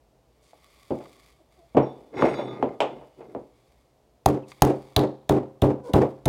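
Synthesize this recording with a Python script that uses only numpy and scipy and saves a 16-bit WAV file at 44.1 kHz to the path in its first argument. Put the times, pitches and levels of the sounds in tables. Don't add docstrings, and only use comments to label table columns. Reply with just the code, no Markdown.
import sys
import numpy as np
from scipy import signal
from scipy.fft import rfft, irfft
from scipy.io import wavfile
from scipy.ndimage import uniform_filter1d

SR = 44100
rng = np.random.default_rng(int(sys.argv[2]) if len(sys.argv) > 2 else 0)


def output_pcm(signal):
    pcm = np.clip(np.atleast_2d(signal).T, -1, 1) * 32767
    wavfile.write(sys.argv[1], SR, np.round(pcm).astype(np.int16))


N = 277212
TIME = np.arange(round(.7 * SR)) / SR


def amp(db):
    return 10 ** (np.asarray(db) / 20)


def unit(x):
    return x / np.sqrt(np.mean(x ** 2) + 1e-20)


def read(points, hz):
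    f, value = np.transpose(points)
    return np.interp(np.log(hz + 1), np.log(f + 1), value)


def add(mix, s, sound):
    part = mix[round(s * SR):][:len(sound)]
    part += sound[:len(part)]


def wander(n, size):
    once = uniform_filter1d(rng.standard_normal(n), size, mode="wrap")
    return unit(uniform_filter1d(once, size, mode="wrap"))


def grains(per_s, spread_db):
    size = amp(spread_db * np.minimum(rng.exponential(1, N), 4.5))
    happens = rng.random(N) < per_s / SR
    return unit(size * rng.standard_normal(N) * happens)


def bumps(per_s):
    happens = rng.random(N) < per_s / SR
    return rng.uniform(.4, 1, N) * rng.choice([-1, 1], N) * happens


def strokes(rows, sag_db_per_s, release_db_per_s):
    gain = np.zeros(N)
    for s, attack, hold, db in rows:
        t = np.arange(N) / SR - s
        swell = np.sin(np.pi / 2 * np.clip(t / attack, 0, 1)) ** 2
        sag = sag_db_per_s * np.maximum(t - attack, 0)
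        release = release_db_per_s * np.maximum(t - attack - hold, 0)
        gain = np.hypot(gain, swell * amp(db - sag - release))
    return gain


def ring(hz, t60):
    return np.sin(2 * np.pi * hz * TIME) * 10 ** (-3 * TIME / t60)


def rise(seconds):
    return 1 - np.exp(-TIME / seconds)


def colour(x, points, tilt=0, low_hz=1):
    hz = np.fft.rfftfreq(len(x), 1 / SR) + 1
    low_cut = np.hypot(1, (low_hz / hz) ** 2)
    gain = amp(read(points, hz) + tilt * np.log2(hz / 450)) / low_cut
    return unit(irfft(rfft(x) * gain, len(x)))


# (frequency [Hz], share [0-1])
HOLD_SHARE = [(60, 0), (130, 0.42), (250, 1), (480, 0.8), (850, 0.02), (2000, 0.31), (12000, 0.29)]


def fall(hz, t60, hold_s):
    held = np.clip(read(HOLD_SHARE, hz), 0, 1) * np.minimum(TIME, hold_s)
    near = 10 ** (-3 * (TIME - held) / t60)
    fade = np.cos(np.pi / 2 * TIME / TIME[-1])
    far = amp(-23) * np.exp(-TIME / (.5 * t60)) * fade
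    return np.hypot(near, far)


# (frequency [Hz], time to fall 60 dB [s])
KITCHEN_DECAY = [(50, 0.16), (130, 0.26), (400, 0.27), (900, 0.28), (2500, 0.27), (6000, 0.29),
                 (14000, 0.11)]


def tail(points, tilt=0, low_hz=1, hold_s=0, count=16):
    spectrum = rfft(colour(rng.standard_normal(len(TIME)), points, tilt, low_hz))
    centres = np.geomspace(45, 15000, count)
    log_hz = np.log(np.fft.rfftfreq(len(TIME), 1 / SR) + 1)
    place = np.interp(log_hz, np.log(centres), np.arange(count))
    out = np.zeros(len(TIME))
    for k, hz in enumerate(centres):
        share = np.maximum(1 - abs(place - k), 0)
        band = irfft(spectrum * share, len(TIME))
        swell = np.sqrt(uniform_filter1d(unit(band) ** 2, size=1500, mode="wrap") + 1e-6)
        out += band / swell * fall(hz, read(KITCHEN_DECAY, hz), hold_s)
    return out


# (frequency [Hz], relative level [dB])
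AIR_SPECTRUM = [(15, -43.5), (25, -25.5), (59, 0.5), (97, -21), (120, -6), (175, -16.5), (384, -15),
                (427, -13), (575, -15), (624, -13), (1480, -32), (4870, -36), (16000, -45)]
AIR_DB = -63


def kitchen_air():
    return amp(AIR_DB) * colour(rng.standard_normal(N), AIR_SPECTRUM)


# (frequency [Hz], width [Hz], level [dB])
FILM_RESONANCES = [(1140, 95, 7.5), (2180, 350, 2.5), (3480, 550, -1.5), (4650, 550, -3.5),
                   (7300, 7400, -12)]
# (start [s], tightening [s], holding [s], level [dB])
FILM_PULLS = [(.15, 0.75, 0.38, -60.5), (1.48, 0.066, 1.95, -69.5), (3.5, .08, 0.22, -72.5),
              (4.45, 0.036, 0.41, -62), (5.83, 0.038, 0.17, -62)]
# (time [s], level [dB])
WRINKLE_SNAPS = [(1.056, -43.5), (4.518, -37)]
EASE_DB_PER_S, SLACK_DB_PER_S = 2.5, 81.5
HISS_DB, CRINKLE_DB, CRINKLES_PER_S = -3.5, -4, 1400
SNAP_S = 0.0046


def film():
    hz = np.geomspace(200, 16000, num=200)
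    power = np.zeros(len(hz))
    for centre, width, db in FILM_RESONANCES:
        power += amp(db) ** 2 / (1 + (2 * (hz - centre) / width) ** 2) ** 1.3
    spectrum = np.transpose([hz, 10 * np.log10(power)])
    uneven = amp(2.5 * wander(N, size=500))
    crinkle = colour(grains(CRINKLES_PER_S, 2.7) * uneven, spectrum, tilt=1.2)
    hiss = colour(rng.standard_normal(N), spectrum, tilt=-.4)
    tension = strokes(FILM_PULLS, EASE_DB_PER_S, SLACK_DB_PER_S)
    out = tension * (amp(HISS_DB) * hiss + amp(CRINKLE_DB) * crinkle)
    for s, db in WRINKLE_SNAPS:
        snap = colour(rng.standard_normal(len(TIME)), spectrum, tilt=-6.5, low_hz=600)
        add(out, s, amp(db) * snap * np.exp(-TIME / SNAP_S))
    return out


# (time [s], length [s], level [dB])
FILM_PEELS = [(0.412, .12, -69), (4.476, 0.047, -56.5), (5.83, 0.088, -63.5)]


def peels():
    out = np.zeros(N)
    spectrum = [(1500, -6), (4500, 2), (9000, -1), (12000, -12), (16000, -16)]  # (Hz, dB)
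    sizzle = colour(grains(5000, 1.6), spectrum)
    for s, length, db in FILM_PEELS:
        part = sizzle[round(s * SR):][:round(length * SR)]
        add(out, s, amp(db) * part * signal.windows.tukey(len(part), .4))
    return out


# (time [s], length [s], settled pitch [Hz],
# starting distance from that pitch [octaves], level [dB], overtones over the main tone [dB])
FILM_SQUEAKS = [(1.381, 0.06, 320, 0.53, -58.5, -0.5), (1.57, 0.051, 341, 0.41, -54.5, -1.5),
                (1.575, 0.12, 688, -0.34, -56, -27),
                (4.42, 0.037, 2550, 0.87, -59.5, -30),(5.815, 0.14, 509, -0.12, -34.5, -10)]
SETTLE_SHARE, WAVER = 0.229, 0.047


def squeaks():
    out = np.zeros(N)
    for s, length, settled_hz, bend, db, over_db in FILM_SQUEAKS:
        u = np.arange(0, length, 1 / SR) / length
        hz = settled_hz * 2 ** (bend * np.exp(-u / SETTLE_SHARE))
        wavering_hz = hz * (1 + WAVER * wander(len(u), size=100))
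        phase = 2 * np.pi * np.cumsum(wavering_hz) / SR
        overtones = np.sin(2 * phase) + amp(-14) * np.sin(3 * phase)
        tone = np.sin(phase) + amp(over_db) * overtones
        add(out, s, amp(db) * tone * np.sin(np.pi * u) ** 2)
    return out


# (start [s], speeding up [s], coasting [s], level [dB])
DRAWER_SHOVES = [(2.1, 0.12, .52, -27), (2.85, 0.063, 0.076, -42.5), (3.15, 0.072, 0.11, -45)]
# (frequency [Hz], relative level [dB])
ROLL_SPECTRUM = [(47, -52.5), (80, -37), (129, 18.5), (170, 6), (379, 18.5), (710, 5), (2230, -29.5),
                 (3080, -61.5), (3510, -30), (4360, -25), (5650, -53), (14000, -61)]
COAST_DB_PER_S, STOP_DB_PER_S = 31.5, 233


def drawer():
    speed = strokes(DRAWER_SHOVES, COAST_DB_PER_S, STOP_DB_PER_S)
    rumble = colour(unit(bumps(340)) + 0.96 * rng.standard_normal(N), ROLL_SPECTRUM)
    rattle = np.exp(-TIME / .009) * rng.standard_normal(len(TIME))
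    clatter = signal.fftconvolve(bumps(150), rattle)[:N]
    clatter = colour(clatter, [(300, -2.5), (900, 8.5), (1500, -1.5), (2200, -0.5),
                               (3200, -22), (6000, -24.5), (14000, -52.5)])
    looseness = np.sqrt(speed / speed.max())
    return speed * (amp(-0.5) * rumble + amp(-5) * looseness * clatter)


# (time [s], level [dB], pitch that the touch rings most [Hz])
STEEL_TOUCHES = [(1.825, -59, 5530), (1.853, -59, 3260), (2.16, -63, 5400), (2.222, -47, 7000),
                 (2.28, -43.5, 8500), (2.334, -53, 5100), (2.35, -47, 3620), (2.47, -55.5, 3480),
                 (2.48, -49, 1221), (2.805, -52, 3080), (3.13, -70.5, 2870)]
# (nominal frequency [Hz], level [dB], time to fall 60 dB if left alone [s])
STEEL_MODES = [(1221, 4, .8), (1432, -6, .55), (2051, -10, .45), (2943, -12, 1.5), (3490, 2, .6),
               (3645, -3, .7), (3885, -2, .45), (4725, -5, .4), (5550, -1, .32), (6620, -6, .36),
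               (8095, -13, .42), (9765, -18, .55), (10485, -19, .4), (11710, -20, .5), (12975, -23, .45)]
REACH_OCTAVES = 0.19
FLUTTER_DB, CHATTER_DB = 2, -25.5


def utensils():
    out, steel = np.zeros(N), np.zeros(len(TIME))
    fade = np.cos(np.pi / 2 * TIME / TIME[-1])
    for hz, mode_db, t60 in STEEL_MODES:
        steel += amp(mode_db) * ring(hz, t60) * np.exp(-TIME / .06)
        for s, db, touch_hz in STEEL_TOUCHES:
            flutter = amp(FLUTTER_DB * wander(len(TIME), size=700))
            distance = np.log2(hz / touch_hz) / REACH_OCTAVES
            mode = ring(hz + 4 * rng.standard_normal(), t60) * flutter / (1 + distance ** 2)
            add(out, s, amp(db + mode_db) * mode * rise(0.002) * fade)
    speed = strokes(DRAWER_SHOVES, COAST_DB_PER_S, STOP_DB_PER_S)
    touches = bumps(170) * speed ** 2 / speed.max()
    return out + amp(CHATTER_DB) * signal.fftconvolve(touches, steel)[:N]


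# (time [s], room answer level [dB], hardness [dB per octave],
# lowest frequency [Hz], thump level [dB], thump pitch [Hz], clack level [dB])
WOOD_KNOCKS = [(0.533, -57.5, -3.5, 520, -33, 655, -83), (0.9058, -22.5, -6, 189, -14, 282, -57),
               (1.003, -42.5, 1, 237, -33, 594, -68), (1.747, -23, -6, 184, -50, 400, -59),
               (1.7692, -12, -2.5, 137, 3, 276, -39.5), (2.223, -12.5, -3.5, 263, -1.5, 1100, -42),
               (2.254, -27, 4, 232, -33, 500, -52), (2.389, -27, 0.5, 297, -19, 696, -78),
               (2.6266, -19.5, -4.5, 271.3, -4, 773, -46), (2.804, -19, 0, 426, -6, 700, -26),
               (2.82, -29, -5, 500, -33, 742, -38), (3.013, -45, 0, 340, -32, 600, -75),
               (3.207, -43, -2, 318, -26, 440, -67), (3.3495, -30.5, -5, 211, -17, 670, -70),
               (5.894, -34.5, -7.5, 220, -31, 306, -73)]
# (frequency [Hz], relative level [dB])
KNOCK_SPECTRUM = [(40, -2), (130, -6.5), (175, -6), (280, 3.5), (500, 4.5), (850, -1), (1250, -14),
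                  (1600, -21.5), (2400, -22.5), (4000, -39.5), (7000, -52), (15000, -69.5)]
# (frequency [Hz], relative level [dB])
CLACK_SPECTRUM = [(600, -0.5), (1600, -14), (2500, 7), (3200, 5), (4400, -12), (6000, -16.5), (8000, -16),
                  (10000, -31), (12000, -41), (15000, -40)]
# (nominal frequency [Hz], level [dB], time to fall 60 dB when not held [s])
BOARD_MODES = [(134.5, 2, 0.3), (211, -9.5, 0.35), (299, -1.5, 0.28), (380.5, -4.5, 0.32),
               (414.7, -3, 0.29), (527, -7, 0.41), (787, -9.5, 0.32)]


def knocks():
    out = np.zeros(N)
    hum_hz, _, hum_t60 = BOARD_MODES[0]
    for s, db, tilt, low_hz, thump_db, thump_hz, clack_db in WOOD_KNOCKS:
        low_cut = np.hypot(1, (low_hz / hum_hz) ** 2)
        counter = amp(-3.0) * ring(hum_hz, hum_t60) * rise(.012) / low_cut
        early_boost = 1.09 + 0.25 * np.exp(-TIME / 0.022)
        room = tail(KNOCK_SPECTRUM, tilt, low_hz) * rise(0.0019) * early_boost + counter
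        clack = tail(CLACK_SPECTRUM) * (.32 + .9 * np.exp(-TIME / .012))
        panel = ring(thump_hz, 9 / thump_hz) * rise(.5 / thump_hz)
        thump = np.gradient(panel) * SR / (2 * np.pi * thump_hz)
        add(out, s, amp(db) * room + amp(thump_db) * thump + amp(clack_db) * clack)
    return out


# (first touch [s], time to squeeze the air out [s], thud level [dB], air pop level [dB],
# slap level [dB], squirt pitch [Hz], squirt over the slap [dB], board drops back after the squeeze [s],
# drop level [dB])
MALLET_BLOWS = [(4.259, 0.0026, -21, 1.5, -13.5, 3620, -7.5, .11, -34.5),
                (4.6206, 0.00098, -18, 1, -3.5, 1960, -18, 0.081, -21.5),
                (4.9630, 0.0029, -19.5, -8, -16, 3710, 8.5, 0.071, -23),
                (5.292, 0.0048, -19.5, -5, -22.5, 3470, -0.5, 0.068, -22.5),
                (5.6174, 0.0058, -17.5, -11, -30.5, 3280, 5.5, .079, -26),
                (5.9343, 0.005, -16, -15, -28, 3350, 4.5, .078, -15),
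                (6.2553, 0.0055, -20.5, -16, -21.5, 3550, -6, .08, -22)]
# (frequency [Hz], relative level [dB])
SLAP_SPECTRUM = [(500, 9), (1300, -5), (2000, 8.5), (2800, -3), (5000, -3.5), (6500, 1.5), (7900, -4.5),
                 (9800, -0.5), (11000, -5.5), (12800, -2), (16000, -10)]
SLAP_MIN_S, SLAP_SHARE = 0.0019, 0.89


def slaps():
    out = np.zeros(N)
    for s, squeeze, _, _, db, squirt_hz, squirt_db, _, _ in MALLET_BLOWS:
        length = np.hypot(SLAP_MIN_S, SLAP_SHARE * squeeze)
        hiss, wet = rng.standard_normal((2, len(TIME)))
        pocket = [(squirt_hz / 1.7, -24), (squirt_hz, 0), (squirt_hz * 1.2, -5), (squirt_hz * 1.6, -28)]
        burst = colour(hiss, SLAP_SPECTRUM) + amp(squirt_db) * colour(wet, pocket)
        burst *= rise(length * 0.5) * np.exp(-(TIME / length) ** 3)
        burst *= amp(db) * np.hypot(1, amp(squirt_db)) * np.sqrt(length * SR / np.sum(burst ** 2))
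        for delay, echo_db in [(0, -7), (.0043, -21.5), (.029, -25.5)]:
            add(out, s + delay, amp(echo_db) * burst)
        squelch = amp(2.5 * wander(len(TIME), size=120))
        room = (amp(-44.5) * tail(SLAP_SPECTRUM) + amp(squirt_db - 23) * tail(pocket)) * squelch
        add(out, s, amp(db) * np.sqrt(length / 0.018) * room * rise(.003))
    return out


# (frequency [Hz], relative level [dB])
THUD_SPECTRUM = [(30, -5.5), (50, -5), (90, 8), (170, -3), (250, -0.5), (420, -1.5), (800, -3),
                 (1150, -12.5), (1600, -24.5), (4000, -39.5), (6000, -44.5), (11000, -45.5), (16000, -46.5)]
HOLD_S = 0.067
FLAT_TILT_DB, DULLING_DB_PER_S = 2.5, 406
FLAT_POP_HZ, POP_SAG_HZ_PER_S = 837, 35000
PUSH_DB = 12
DROP_SLAP_DB = -10.5


def mallet():
    out = np.zeros(N)
    for s, squeeze, db, pop_db, _, _, _, hop, drop_db in MALLET_BLOWS:
        board = np.zeros(len(TIME))
        for hz, mode_db, t60 in BOARD_MODES:
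            cycles = hz * rng.uniform(0.99, 1.01) * TIME + rng.random()
            board += amp(mode_db) * np.sin(2 * np.pi * cycles) * fall(hz, t60, HOLD_S)
        brightness = FLAT_TILT_DB - DULLING_DB_PER_S * squeeze
        uneven = amp(2 * wander(len(TIME), size=300))
        rattle = tail(THUD_SPECTRUM, brightness, hold_s=HOLD_S) * uneven
        body = amp(1.0) * rattle * rise(0.0037) + amp(-2.0) * board * rise(0.0045)
        u = TIME / 0.0015
        push = 3.1 * u * (1 - u / 2) * np.exp(-u)
        pop = ring(FLAT_POP_HZ - POP_SAG_HZ_PER_S * squeeze, .019) * rise(.0003)
        add(out, s + squeeze, amp(db) * (body + amp(PUSH_DB) * push) + amp(pop_db) * pop)
        drop = tail(KNOCK_SPECTRUM, -3.3, 220) * rise(0.00044) * np.exp(-TIME / 0.16)
        drop += amp(3.5) * ring(369.5, 0.117) * rise(0.0058)
        smack = colour(rng.standard_normal(len(TIME)), SLAP_SPECTRUM, tilt=-9, low_hz=1120)
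        smack *= rise(0.0012) * np.exp(-TIME / 0.0066)
        add(out, s + squeeze + hop, amp(drop_db) * (drop + amp(DROP_SLAP_DB) * smack))
    return out


def scene():
    background = kitchen_air() + film() + peels() + squeaks()
    fetching = drawer() + utensils() + knocks()
    pounding = slaps() + mallet()
    return (background + fetching + pounding)[None]


EDGE_HZ = 16200


def record(dry):
    high_pass = signal.butter(5, 39, "highpass", fs=SR, output="sos")
    lean = signal.sosfilt(high_pass, dry)
    edge = signal.firwin(255, EDGE_HZ, window=("kaiser", 9), fs=SR)
    return signal.oaconvolve(np.clip(lean, -.93, .93), edge[None], "same")


dry = scene()
out = record(dry)
output_pcm(out)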